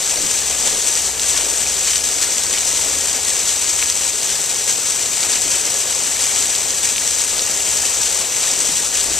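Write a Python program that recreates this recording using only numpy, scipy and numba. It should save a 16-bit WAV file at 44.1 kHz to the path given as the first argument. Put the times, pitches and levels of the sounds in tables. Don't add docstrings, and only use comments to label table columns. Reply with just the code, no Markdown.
import sys
import numpy as np
from scipy import signal
from scipy.fft import rfft, irfft, next_fast_len
from scipy.io import wavfile
from numba import njit

SR = 44100
rng = np.random.default_rng(int(sys.argv[2]) if len(sys.argv) > 2 else 0)


def wav_out(sig):
    wavfile.write(sys.argv[1], SR, np.round(np.clip(np.atleast_2d(sig).T, -1, 1) * 32767).astype(np.int16))


N = 405274
TIME = np.arange(N) / SR
SIZE = next_fast_len(N + 4096)
FREQS = np.maximum(np.arange(SIZE // 2 + 1) * SR / SIZE, 1)
SECTOR_LEADS_S = np.linspace(-2.8e-5, 2.4e-5, 4)


def undb(db):
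    return 10 ** (np.asarray(db) / 20)


def unit(x):
    return x / np.sqrt(np.mean(x ** 2))


def curves(table):
    times, *columns = np.transpose(table)
    return [np.interp(TIME, times, column) for column in columns]


def response(points):
    hz, db = np.transpose(points)
    return undb(np.interp(np.log(FREQS), np.log(hz), db))


def filtered(x, gain):
    return irfft(rfft(x, SIZE) * gain, SIZE)[..., :N]


def drift(rate_hz):
    return unit(filtered(rng.standard_normal(N), 1 / (1 + (FREQS / rate_hz) ** 4)))


def swell(start_s, length_s, attack_s, release_s):
    rise = (TIME - start_s) / attack_s
    fall = (start_s + length_s - TIME) / release_s
    return np.clip(.5 + np.minimum(rise, fall), 0, 1)


def impacts(per_s, spread_db):
    hits = rng.random(N) < per_s / SR
    return hits * undb(spread_db * np.minimum(rng.standard_normal(N), 2.5))


def clicks(per_s, spread_db):
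    return unit(impacts(per_s, spread_db) * rng.choice([-1, 1], N))


def at_ports(x, lead_s):
    return filtered(x, np.exp(1j * np.pi * FREQS * lead_s * np.array([[1], [-1]])))


def engine(automation, orders, waver_db):
    firing_hz, level_db = curves(automation)
    phase = 2 * np.pi * np.cumsum(firing_hz * (1 + 0.0039 * drift(rate_hz=2.6))) / SR
    hum = sum(undb(db) * np.sin(order * phase) for order, db in orders)
    return np.sqrt(2) * hum * undb(level_db + waver_db * drift(rate_hz=4))


# (t/s, firing rate/Hz, level/dB)
IDLE_ENGINE = [(0, 62, -62), (.35, 62.6, -48.5), (1.8, 61.8, -48), (2.5, 60.5, -53), (3.5, 60.2, -49),
               (4.9, 61, -68), (7.4, 61.6, -52.5), (8.6, 60.6, -53), (9.19, 60.3, -42)]
CRUISE_ENGINE = [(0, 77, -64), (1.5, 78.3, -61), (2.7, 77.6, -47), (4.1, 77, -50), (4.6, 77, -66),
                 (5.3, 77.9, -49.5), (7.8, 72.4, -46.5), (8.4, 73, -58), (9.19, 67.5, -52)]
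PULLING_ENGINE = [(0, 38.56, -52), (2.7, 41.6, -50), (6, 49.3, -52.5), (7.3, 53.1, -54), (9.19, 52, -60)]
# (multiple of the firing rate, gain/dB)
EASY_ORDERS = [(1, 1), (2, -12.5)]
LOADED_ORDERS = [(1, -6), (2, -2.5), (3, -9)]
# (t/s, level/dB)
RUMBLE_RIDE = [(0, -42.5), (3.9, -45.5), (5.1, -42.5), (5.8, -44.5), (8.2, -44.5), (9.19, -44)]
# (f/Hz, gain/dB)
RUMBLE_EQ = [(20, -28), (33, -26), (47, -16), (65, -6), (90, 1.5), (120, 2), (145, 0.5), (170, 1),
             (300, -3.5), (1000, -4.5), (5000, -65)]
def traffic():
    rumble_db, = curves(RUMBLE_RIDE)
    engines = engine(IDLE_ENGINE, EASY_ORDERS, waver_db=3.0)
    engines += engine(CRUISE_ENGINE, EASY_ORDERS, waver_db=-2.5)
    engines += engine(PULLING_ENGINE, LOADED_ORDERS, waver_db=0.5)
    rumble = unit(filtered(rng.standard_normal(N), response(RUMBLE_EQ))) * undb(rumble_db)
    return at_ports(engines + rumble, lead_s=0.00095) * undb([[-1.6], [1.2]])


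# (f/Hz, gain/dB)
MIST_EQ = [(1000, -16), (4000, -5), (6000, 2), (9000, 0), (12000, 2), (14200, 2.5)]
def mist():
    return unit(filtered(rng.standard_normal((2, N)), response(MIST_EQ))) * undb(-30.5)


@njit
def ring_bubbles(starts, hz, cycles, gains, glide):
    out = np.zeros(N)
    for k in range(len(starts)):
        length = int(cycles[k] * SR / hz[k])
        for i in range(min(length, N - starts[k])):
            age = i / length
            phase = 2 * np.pi * hz[k] * i / SR * (1 + glide * age / 2)
            out[starts[k] + i] += gains[k] * np.exp(-6.9 * age) * np.sin(phase)
    return out


def bubble_cloud(low_hz, high_hz, cycles, spread_db, count):
    when, pitch, life, rarity = rng.random((count, 4)).T
    starts = (when * N).astype(np.int64)
    hz = low_hz * (high_hz / low_hz) ** pitch
    gains = hz * undb(-spread_db * np.log(np.maximum(rarity, .01)))
    return unit(ring_bubbles(starts, hz, cycles * (.5 + life), gains, glide=0.28))


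# (t/s, level/dB about the usual flow)
JET_FLOW = [(0, -0.13), (1.5, 0.15), (2.7, 0.35), (3.7, 0), (4.1, -.8), (4.9, -0.8), (5.4, 0.13),
            (7.1, -0.15), (7.8, 1.14), (9.19, 0.3)]
# (f/Hz, gain/dB)
PLUNGE_EQ = [(60, -29), (160, -9.5), (270, -4.5), (330, -6.5), (400, -0.5), (480, .5), (560, -1), (640, -3),
             (750, -1.5), (900, -4), (1100, -8), (1600, -8.5), (3000, -6.5), (8000, -41)]
def plunge():
    flow_db, = curves(JET_FLOW)
    body = response(PLUNGE_EQ)
    gurgle = bubble_cloud(low_hz=164, high_hz=1374, cycles=10.8, spread_db=3.0, count=6000)
    wash = filtered(rng.standard_normal(N), 1 / np.sqrt(1 + (FREQS / 2500) ** 4))
    churn = unit(filtered(wash, body)) + undb(-6.5) * unit(filtered(gurgle, body))
    level_db = -34 + 0.65 * flow_db + 1.17 * drift(rate_hz=12)
    return unit(churn) * undb(level_db)


# (t/s, length/s, first f/Hz, last f/Hz, level/dB)
GUSH_CUES = [(0.117, 0.14, 676, 230, -34), (0.658, .13, 800, 420, -35), (1.302, 0.23, 750, 405, -36),
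             (2.628, 0.35, 860, 435, -37.5), (5.281, 0.22, 650, 450, -39), (7.32, 0.11, 750, 483, -35),
             (8.418, 0.33, 920, 252, -37.5), (8.98, 0.14, 690, 446, -35.5)]
def gush(start_s, length_s, first_hz, last_hz, level_db, count):
    progress, scatter, strength = rng.random((count, 3)).T
    starts = ((start_s + length_s * progress) * SR).astype(np.int64)
    hz = first_hz * (last_hz / first_hz) ** progress * 2 ** (1.4 * (scatter - .5))
    gains = (.5 + strength) * np.sqrt(hz)
    glugs = ring_bubbles(starts, hz, cycles=np.full(count, 14.), gains=gains, glide=0.12)
    return unit(glugs) * np.sqrt(length_s * SR / N) * undb(level_db)


# (f/Hz, gain/dB)
SLAP_EQ = [(400, -30), (1500, -9), (3000, -23), (5500, 1.5), (8000, -1.5), (10000, -19), (14000, -7)]
def stray_drops():
    ticks = filtered(clicks(per_s=30, spread_db=2.5), response(SLAP_EQ))
    return at_ports(unit(ticks) * undb(-35), SECTOR_LEADS_S.mean())


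# (t/s, pre-EQ slap level/dB, pop f/Hz, pop level/dB)
DROP_CUES = [(.927, -13, 5000, -20), (.9536, -12, 4600, -19), (1.1965, -12, 3700, -17),
             (1.295, -13, 5100, -26), (1.911, -17, 4200, -22), (1.9338, -24, 2900, -18),
             (1.9583, -8, 3700, -16), (2.2245, -16, 4200, -21), (2.538, -21, 2950, -19),
             (2.7285, -13, 5150, -27), (3.8263, -10.5, 2550, -13), (3.8998, -9, 3800, -16),
             (4.678, -15, 5100, -22), (5.231, -22, 4100, -16), (5.33, -17, 4350, -25),
             (6.5517, -16, 4000, -17), (6.7065, -11, 5000, -25), (6.9616, -25, 3000, -20),
             (6.9808, -22, 2900, -16.5), (7.3937, -16, 4200, -13), (8.034, -15, 2650, -21),
             (9.012, -17, 4600, -19)]
def near_drops():
    slap_decay_s, pop_decay_cycles, rms_window_s = .0008, .62, .002
    slaps, pops = np.zeros((2, N))
    age = np.arange(512) / SR
    for start_s, slap_db, pop_hz, pop_db in DROP_CUES:
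        slap = rng.standard_normal(len(age)) * np.exp(-age / slap_decay_s)
        pop = np.sin(2 * np.pi * pop_hz * age) * age * np.exp(-age * pop_hz / pop_decay_cycles)
        span = int(start_s * SR) + np.arange(len(age))
        slaps[span] += undb(slap_db) * slap / np.linalg.norm(slap)
        pops[span] += undb(pop_db) * pop / np.linalg.norm(pop)
    drops = (filtered(slaps, response(SLAP_EQ)) + pops) * np.sqrt(rms_window_s * SR)
    return at_ports(drops, SECTOR_LEADS_S.mean())


def clumps(per_s, decay_s, depth):
    onsets = impacts(per_s, spread_db=2.0)
    bursts = signal.lfilter([1], [1, -np.exp(-1 / (decay_s * SR))], onsets)
    return np.sqrt(1 + depth * bursts / bursts.mean())


# (t/s, length/s, flow dip/dB)
LULL_CUES = [(1.078, 0.13, -3), (1.98, 0.059, -3), (3.168, 0.071, -3), (7.44, 0.21, -1.7), (8.228, .11, -3),
             (8.874, 0.056, -2.3)]
# (t/s, length/s, spray gain/dB, patter gain/dB)
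SPLASH_CUES = [(.65, 0.065, 2, 3.5), (0.869, 0.016, 7.5, 0), (1.28, 0.032, 4.5, -2), (1.357, 0.045, 0.5, 6),
               (1.87, 0.061, 1.5, 3.5), (2.22, .04, 1, 4), (2.53, 0.062, 1, 3), (2.714, 0.096, 1.5, .5),
               (3.27, 0.063, 3, 1), (3.477, 0.043, 3.5, 4.5), (3.782, 0.053, 1.5, 6.5),
               (4.68, 0.05, 3.2, 2.5), (5.207, 0.045, 1.3, 2), (5.302, 0.082, 0.5, 5),
               (5.51, 0.063, 2.5, 4.5), (6.19, 0.15, 1.2, 2.5), (6.355, 0.085, 3, 2), (7.189, .05, 3, 2),
               (7.783, 0.16, 0.4, 1.8), (7.997, 0.046, 2, -1), (8.425, 0.062, 0.3, 5),
               (8.94, 0.091, 1.5, 3.5)]
def fall_levels():
    flow_db, = curves(JET_FLOW)
    for start_s, length_s, dip_db in LULL_CUES:
        flow_db += dip_db * swell(start_s, length_s, attack_s=0.028, release_s=0.028)
    spray_db = -24 + flow_db
    patter_db = -32 + 0.63 * flow_db + 0.5 * drift(rate_hz=6.5)
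    for start_s, length_s, spray_gain_db, patter_gain_db in SPLASH_CUES:
        splash = swell(start_s, length_s, attack_s=0.014, release_s=0.047)
        spray_db += spray_gain_db * splash
        patter_db += patter_gain_db * splash
    return spray_db, patter_db


# (f/Hz, gain/dB)
SPRAY_EQ = [(500, -20), (1500, -13), (3000, -4), (4200, -3.5), (5200, -3.5), (6100, 0), (7800, -2),
            (9000, -3), (10000, -7), (12000, -11.5), (14200, -11.5)]
PATTER_EQ = [(300, -21), (900, -7.5), (1500, -4.5), (1820, -1), (2020, -3.5), (2250, -1), (3000, -2),
             (4000, -3), (5200, -1), (8000, -10.5), (14000, -19)]
def falling_water():
    spray_db, patter_db = fall_levels()
    surge = undb(0.77 * drift(rate_hz=22))
    spray, patter = np.zeros((2, 2, N))
    for lead_s in SECTOR_LEADS_S:
        density = surge * clumps(per_s=48, decay_s=0.0018, depth=0.38)
        fine = clicks(per_s=11000, spread_db=3.5)
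        heavy = clicks(per_s=700, spread_db=4.0)
        spray += at_ports(density * (fine + undb(-12) * heavy), lead_s)
        patter += at_ports(density * (heavy + undb(2) * fine), lead_s)
    plinks = bubble_cloud(low_hz=1000, high_hz=6000, cycles=60, spread_db=2.8, count=4000)
    patter = unit(patter) + undb(-4) * plinks
    spray = unit(filtered(spray, response(SPRAY_EQ))) * undb(spray_db)
    patter = unit(filtered(patter, response(PATTER_EQ))) * undb(patter_db)
    return spray + patter


def scene():
    gushes = sum(gush(*cue, count=60) for cue in GUSH_CUES)
    return falling_water() + mist() + near_drops() + plunge() + gushes + traffic() + stray_drops()


# (f/Hz, width/Hz, resonance gain/dB)
PORT_RESONANCES = [(7830, 860, 12), (6420, 1340, 4)]
# (f/Hz, gain/dB)
RIGHT_PORT_EQ = [(6500, -1), (7000, -3), (8000, -6.5), (9000, -10.5), (10000, -8.5), (12000, -15.5),
                 (14000, -28)]
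def record(dry):
    ports = np.array([1 + undb(db) / (1 + 1j * hz / width_hz * (FREQS / hz - hz / FREQS))
                      for hz, width_hz, db in PORT_RESONANCES])
    ports[1] *= response(RIGHT_PORT_EQ)
    left, right = filtered(dry, ports)
    side_eq = response([(70, 2), (150, -9), (700, -14), (2500, -68),
                        (4700, -78), (5500, -7), (6400, -0.5)])
    mid = (left + right) / 2
    side = filtered((left - right) / 2, side_eq)
    stereo = np.clip([mid + side, mid - side], -.88, .88)
    high_cut = signal.ellip(12, .2, 80, 14200, fs=SR, output="sos")
    return signal.sosfilt(high_cut, stereo)


dry = scene()
out = record(dry)
wav_out(out)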